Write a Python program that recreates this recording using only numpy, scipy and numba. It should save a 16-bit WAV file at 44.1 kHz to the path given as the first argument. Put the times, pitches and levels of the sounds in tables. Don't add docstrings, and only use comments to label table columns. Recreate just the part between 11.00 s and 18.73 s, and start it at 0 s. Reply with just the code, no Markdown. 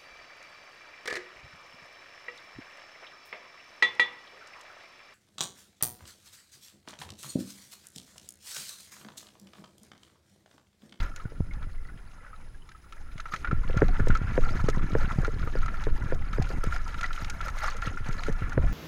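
import sys
import numpy as np
from scipy import signal
from scipy.io import wavfile
from scipy.ndimage import uniform_filter1d
from numba import njit

SR = 44100
rng = np.random.default_rng(int(sys.argv[2]) if len(sys.argv) > 2 else 0)


def generate_wav(sig):
    pcm = np.round(np.clip(np.atleast_2d(sig).T, -1, 1) * 32767).astype(np.int16)
    wavfile.write(sys.argv[1], SR, pcm)


N = 340893


def undb(db):
    return 10 ** (np.asarray(db) / 20)


def level(x, db):
    return x * undb(db) / np.sqrt(np.mean(x ** 2))


@njit
def bandpass(x, hz, width):
    y, mid, low = np.empty(len(x)), 0., 0.
    g, damping = np.tan(np.pi * hz / SR), width / hz
    for i in range(len(x)):
        v = (mid + g * (x[i] - low)) / (1 + g * (g + damping))
        mid, low, y[i] = 2 * v - mid, low + 2 * g * v, damping * v
    return y


def band(hz, width):
    return level(bandpass(bandpass(rng.standard_normal(N), hz, width), hz, width), 0)


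def flutter(rate):
    hold = int(SR / rate)
    steps = np.repeat(rng.standard_normal(N // hold + 1), hold)
    return 1.93 * uniform_filter1d(uniform_filter1d(steps, hold), hold)[:N]


@njit
def rings(starts, hz, t60, size, rise, glide):
    out = np.zeros(N)
    for e in range(len(starts)):
        first, n = int(starts[e] * SR), max(t60[e] * SR, 4.)
        phase, env, hush = 0., size[e], 1.
        fall, lift = 1000. ** (-1 / n), np.exp(-1 / (rise * SR))
        for i in range(min(int(n), N - first)):
            phase += 2 * np.pi * min(hz[e] * (1 + glide * i / n) / SR, .45)
            env, hush = env * fall, hush * lift
            out[first + i] += env * (1 - hush) ** 2 * np.sin(phase)
    return out


def puffs(starts, size, rise, fall):
    hits = np.zeros(N)
    np.add.at(hits, (starts * SR).astype(int), size)
    for tau in (rise, fall):
        hits = signal.lfilter([1], [1, -np.exp(-1 / (tau * SR))], hits)
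    return hits / (rise * SR)


def scatter(per_s, spread_db, clump):
    when, weight, pitch = rng.random((int(per_s * N / SR), 3)).T
    starts = when * (N - 1) / SR
    large = np.minimum(-np.log(1 - weight), 3)
    return starts, clump[(starts * SR).astype(int)] * undb(spread_db * large), pitch


def swarm(per_s, low_hz, high_hz, cycles, spread_db, clump, rise, glide):
    starts, size, pitch = scatter(per_s, spread_db, clump)
    hz = low_hz * (high_hz / low_hz) ** pitch
    return rings(starts, hz, cycles / hz, size, rise, glide)


# frequency in Hz, noise density in dB.
AIR_SPECTRUM = [(60, -75.5), (150, -99), (300, -89), (600, -102), (1300, -100), (2500, -105), (4500, -116),
                (8000, -120), (15000, -123)]
# centre in Hz, width in Hz, level in dB.
INSECT_BANDS = [(5070, 210, -79.5), (7000, 2300, -83.5), (10110, 1700, -74.5)]


def field():
    air_hz, air_db = np.transpose(AIR_SPECTRUM)
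    out = sum(undb(db) * band(hz, width) for hz, width, db in INSECT_BANDS)
    for hz in 60 * 2 ** np.arange(0, 8.1, .5):
        db = np.interp(np.log(hz), np.log(air_hz), air_db) + 10 * np.log10(hz / 3)
        flicker_db = np.interp(hz, (400, 2000), (3.5, 1.5)) * flutter(8.7)
        out += undb(db + flicker_db) * band(hz, hz / 2)
    return out


# start in seconds, level in dB.
MOUNT_HITS = [(0.319, -43.5), (2.515, -37), (2.697, -33), (2.742, -35), (2.819, -15), (2.993, -34),
              (3.07, -26), (3.377, -19.5), (3.685, -20.5), (3.951, -19), (4.231, -37), (4.279, -28.5),
              (4.473, -37), (4.553, -28.5), (4.868, -26.5), (5.122, -25), (5.383, -27), (5.502, -36),
              (5.639, -33), (7.283, -27), (7.577, -21)]
# pitch in Hz, gain in dB, time to fall 60 dB in seconds.
PLASTIC_MODES = [(464, 4.5, 0.027), (367, -4.5, 0.035), (590, -11.5, 0.048), (776, 1, 0.0081),
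                 (133.5, -11, 0.11)]


def knocks():
    starts, db = np.transpose(MOUNT_HITS)
    each = np.ones_like(starts)
    bite = undb(1.3 * db + 15)
    contact = rings(starts, 1870 * each, .0069 * each, bite, rise=.00059, glide=-.64)
    starts, db = np.r_[starts + .0012, starts + .0085], np.r_[db, db - 9]
    detune = 1 + .04 * rng.standard_normal(len(starts))
    plastic = sum(rings(starts, hz * detune, np.full_like(starts, t60), undb(db + gain_db + 7),
                        rise=.00063, glide=0.) for hz, gain_db, t60 in PLASTIC_MODES)
    return plastic - contact


# time in seconds, rumble level between jolts in dB.
EFFORT_CURVE = [(0.0, -15.5), (0.15, -46.5), (0.55, -33), (1.3, -51), (1.5, -41), (1.8, -57), (2.02, -40),
                (2.35, -47), (2.5, -27), (3.0, -27.5), (3.4, -27), (3.6, -30), (4.35, -30), (4.6, -29.5),
                (5.2, -33), (5.8, -31.5), (6.1, -35.5), (6.8, -32), (7.05, -32), (7.5, -32), (7.7, -27)]


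def heave(t):
    jolt_db, late_s, width_s = 7.5, .053, .053
    starts, db = np.transpose(MOUNT_HITS)
    strengths = np.clip(1 + (db + 26) / 6, 0, 1)
    jolts = sum(strength * np.exp(-.5 * ((t - start - late_s) / width_s) ** 2)
                for start, strength in zip(starts, strengths))
    return np.interp(t, *np.transpose(EFFORT_CURVE)) + jolt_db * np.minimum(jolts, 1)


# start in seconds, level in dB, pitch in Hz.
STRAP_JERKS = [(0.248, -31, 113), (0.398, -19, 88), (0.662, -36, 67.3), (2.15, -42, 120),
               (2.329, -41.5, 152), (2.523, -17.5, 85), (2.762, -20.5, 104), (2.822, -26, 122),
               (2.996, -17, 73), (3.092, -15.5, 70.3), (3.209, -24, 89), (3.635, -23.5, 120),
               (3.766, -26, 140), (3.834, -31.5, 137), (3.924, -20.5, 71), (4.038, -28, 114),
               (4.179, -22, 130), (4.333, -36, 115), (5.391, -17, 76.5), (5.665, -21.5, 71.3),
               (6.216, -29, 69), (6.867, -24.5, 78), (7.084, -29.5, 125), (7.29, -29, 150),
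               (7.413, -23.5, 71.6), (7.569, -15.5, 74.4)]


def body(rumble_db):
    starts, db, hz = np.transpose(STRAP_JERKS)
    pull = rings(starts, hz, 7 / hz, undb(db + 13), rise=.0072, glide=.054)
    snap = rings(starts + .00724, 1.113 * hz, 3.13 / hz, undb(db + 12.5), rise=.00025, glide=.066)
    cloth = swarm(90, 60, 380, cycles=3, spread_db=2.5, clump=undb(2 * flutter(9)), rise=.0015, glide=0.)
    cloth_db = uniform_filter1d(rumble_db, SR // 3) - 10
    rumble = band(19.7, 26.8) + level(band(14.75, 7.2), 1.16)
    return pull + snap + undb(rumble_db) * rumble + level(cloth, cloth_db)


# centre in Hz, width in Hz, gain in dB.
CASE_MODES = [(844, 907, -3), (1375, 108, 13), (1725, 73, 8), (1961, 134, 6), (2258, 376, 0.5),
              (3040, 1070, -7), (3970, 810, -11.5), (5160, 220, -10.5), (5590, 1350, -20), (6680, 600, -13),
              (8800, 12300, -28)]


def case(x):
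    return sum((-1) ** k * undb(db) * bandpass(x, hz, width)
               for k, (hz, width, db) in enumerate(CASE_MODES))


# start in seconds, level in dB, pitch in Hz.
DRAIN_DRIPS = [(0.162, -31, 1430), (0.1974, -29.5, 1243), (0.252, -30.5, 1446), (0.51, -28, 2130),
               (0.5363, -40, 2480), (0.634, -41, 2250), (0.7815, -38, 2020), (0.85, -34.5, 1950),
               (0.87, -43, 4360), (0.886, -35, 1980), (0.891, -33, 1440), (1.075, -45, 4500),
               (1.183, -37, 1304), (1.205, -39, 1980), (1.264, -33, 1460), (1.33, -28.5, 1270),
               (1.545, -38, 1630), (1.621, -40, 2980), (1.6886, -36, 1276), (1.714, -40, 1560),
               (1.748, -34, 1280)]


def drips():
    starts, db, hz = np.transpose(DRAIN_DRIPS)
    trickle = puffs(starts, undb(db - 23.5), .0027, .015) * level(case(band(1080, 4000)), 0)
    return rings(starts, hz, 98 / hz, undb(db - 9.5), rise=.00049, glide=.078) + trickle


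# start in seconds, level in dB, pitch in Hz.
STONE_TICKS = [(0.1615, -36, 6560), (0.536, -45.5, 3440), (0.628, -47, 3220), (1.6904, -44, 3800),
               (1.7177, -45.5, 2950), (1.924, -38.5, 3140), (2.179, -36, 2850), (2.202, -36, 3800),
               (2.323, -42, 4970), (2.339, -35, 5570), (2.3618, -32.5, 3120), (2.772, -35, 5200),
               (2.882, -37, 3950), (3.084, -32, 7000), (3.15, -32, 3220), (3.172, -38, 5150),
               (3.4085, -42, 3800), (3.641, -44, 5060), (3.687, -29, 5640), (3.699, -32.5, 6260),
               (4.127, -44, 4860), (4.217, -43, 8800), (4.247, -36.5, 4050), (4.268, -41, 5960),
               (4.553, -48, 4140), (4.66, -40.5, 6440), (4.8382, -35.5, 3940), (5.146, -43, 6700),
               (5.33, -38, 3850), (5.423, -31, 5000), (5.49, -40, 5100), (5.639, -33, 9700),
               (5.762, -39, 5350), (5.879, -39, 5000), (5.942, -39.5, 3560), (6.011, -30, 3900),
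               (6.032, -31.5, 4860), (6.061, -35.5, 4000), (6.13, -32, 3950), (6.2457, -32, 4030),
               (6.299, -27.5, 6100), (6.412, -32, 3490), (6.482, -35, 5970), (6.499, -39, 6600),
               (6.586, -35.5, 6340), (6.7, -38, 6000), (6.767, -38, 6840), (6.819, -35, 3900),
               (6.866, -38.5, 5550), (7.086, -39.5, 6300), (7.128, -40, 5560), (7.235, -32, 3760),
               (7.325, -41, 6440), (7.495, -42, 6100), (7.53, -45, 6640)]


def ticks():
    starts, db, hz = np.transpose(STONE_TICKS)
    ring = rings(starts, hz, 44 / hz, undb(db - 1), rise=.0007, glide=.04)
    fizz_db = db - 15 + 11 * np.log2(hz / 5000)
    out = ring + puffs(starts, undb(fizz_db), .00024, .0014) * band(6900, 12000)
    for mid_hz in (2600, 4000, 6200):
        spit_db = db - 10 * np.abs(np.log2(hz / mid_hz))
        out += puffs(starts, undb(spit_db), .00029, .0043) * level(case(band(mid_hz, mid_hz)), -3.5)
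    return out


# start in seconds, level in dB, pitch in Hz.
BUBBLE_PLOPS = [(1.924, -36.5, 1323), (2.198, -30.5, 1327), (2.255, -27.5, 1333), (2.285, -39, 1350),
                (2.32, -29.5, 1234), (2.3364, -19, 1290), (2.4451, -21, 1390), (2.472, -25, 1440),
                (2.5114, -22, 1350), (2.7753, -25, 1394), (2.886, -29.5, 724), (2.997, -23.5, 1426),
                (3.103, -21.5, 1415), (3.1518, -21, 1304), (3.435, -30, 1335), (3.599, -28.5, 1280),
                (3.6823, -25, 1260), (4.046, -31, 1500), (4.247, -21.5, 1396), (4.427, -31.5, 1420),
                (4.473, -30.5, 1233), (4.569, -32.5, 1410), (4.6292, -26.5, 1320), (4.66, -30, 1276),
                (4.6806, -24.5, 1365), (4.741, -29, 1350), (5.11, -32, 1430), (5.3322, -27, 1292),
                (5.415, -29.5, 750), (5.634, -26, 1306), (5.723, -23.5, 1378), (5.7609, -26, 1380),
                (5.9418, -25.5, 1362), (6.008, -28.5, 1384), (6.0294, -25, 1400), (6.0405, -20.5, 1950),
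                (6.106, -28, 1364), (6.1754, -25.5, 1380), (6.297, -27.5, 1388), (6.4048, -24.5, 1343),
                (6.482, -23.5, 1310), (6.6802, -22.5, 1170), (6.823, -22, 1366), (6.972, -28, 1385),
                (7.181, -33.5, 1720), (7.52, -28.5, 1410)]


def plops():
    starts, db, hz = np.transpose(BUBBLE_PLOPS)
    tone = rings(starts, hz, np.full_like(starts, .044), undb(db + 2.5), rise=.0011, glide=.034)
    slap = puffs(starts, undb(db), .00099, .0099) * level(case(band(1340, 5000)), -9)
    return tone + slap


def foam(per_s, clump):
    starts, size, _ = scatter(per_s, 4.5, clump)
    wide, out = puffs(starts, size, .001, .003), 0
    for hz in (3220, 4100, 6000, 8400, 12900):
        starts, size, _ = scatter(per_s, 4, clump)
        narrow = puffs(starts, size, .0012, .0032)
        out += (narrow + .4 * wide) * band(hz, hz * .6) * undb(.5 * np.log2(hz / 3200))
    return out


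# time in seconds, slosh level in dB, spray level in dB.
STIR_CURVE = [(0.0, -38, -46), (0.11, -56.5, -67), (0.34, -56.5, -64), (0.6, -58, -72),
              (1.12, -62.5, -69.5), (1.27, -58.5, -76), (1.57, -72.5, -72.5), (2.15, -59, -69),
              (2.39, -55.5, -56), (2.5, -57, -73), (2.75, -45.5, -58), (2.99, -46, -59.5),
              (3.12, -42.5, -57), (3.25, -45, -61.5), (3.4, -46, -56), (3.55, -44, -58), (3.74, -41, -54.5),
              (3.94, -48, -60), (4.09, -42, -55), (4.41, -49, -58), (4.52, -49, -54.5), (4.72, -44.5, -59),
              (4.84, -47.5, -61.5), (5.08, -49.5, -62), (5.38, -47, -59), (5.57, -45, -54.5),
              (6.37, -49.5, -57), (6.48, -45.5, -56.5), (6.67, -39, -48.5), (6.82, -43.5, -56.5),
              (6.95, -44.5, -52), (7.21, -46.5, -56.5), (7.38, -45, -61), (7.58, -48, -67),
              (7.73, -44.5, -48.5)]


def slosh(t):
    times, *faders = np.transpose(STIR_CURVE)
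    slosh_db, spray_db = (np.interp(t, times, fader) + 2.5 for fader in faders)
    bubbles_per_s, drops_per_s = 330, 70
    surge = flutter(34)
    bubbles = swarm(bubbles_per_s, 421.4, 2834, cycles=45, spread_db=4, clump=undb(2.54 * surge),
                    rise=.00067, glide=.22)
    wash = undb(1.14 * surge + 2.4 * flutter(60)) * rng.standard_normal(N)
    churn = level(bubbles, 0) + level(bandpass(wash, 1300, 2600), -2)
    drops = swarm(drops_per_s, 4200, 11000, cycles=38, spread_db=3, clump=undb(1.6 * surge),
                  rise=.0009, glide=.04)
    hiss = undb(2.2 * surge + 2.2 * flutter(70)) * band(8000, 14000)
    spray = level(drops, -6) + level(foam(40, undb(2 * surge)), -2) + level(hiss, -1.5)
    return level(case(churn), slosh_db) + level(case(spray), spray_db)


def scene():
    t = np.arange(N) / SR
    water = slosh(t) + plops() + ticks() + drips()
    return (water + knocks() + body(heave(t)) + field())[None]


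def record(dry):
    top_hz = 15800
    return signal.sosfilt(signal.ellip(10, .2, 80, top_hz, fs=SR, output="sos"), dry)


dry = scene()
out = record(dry)
generate_wav(out)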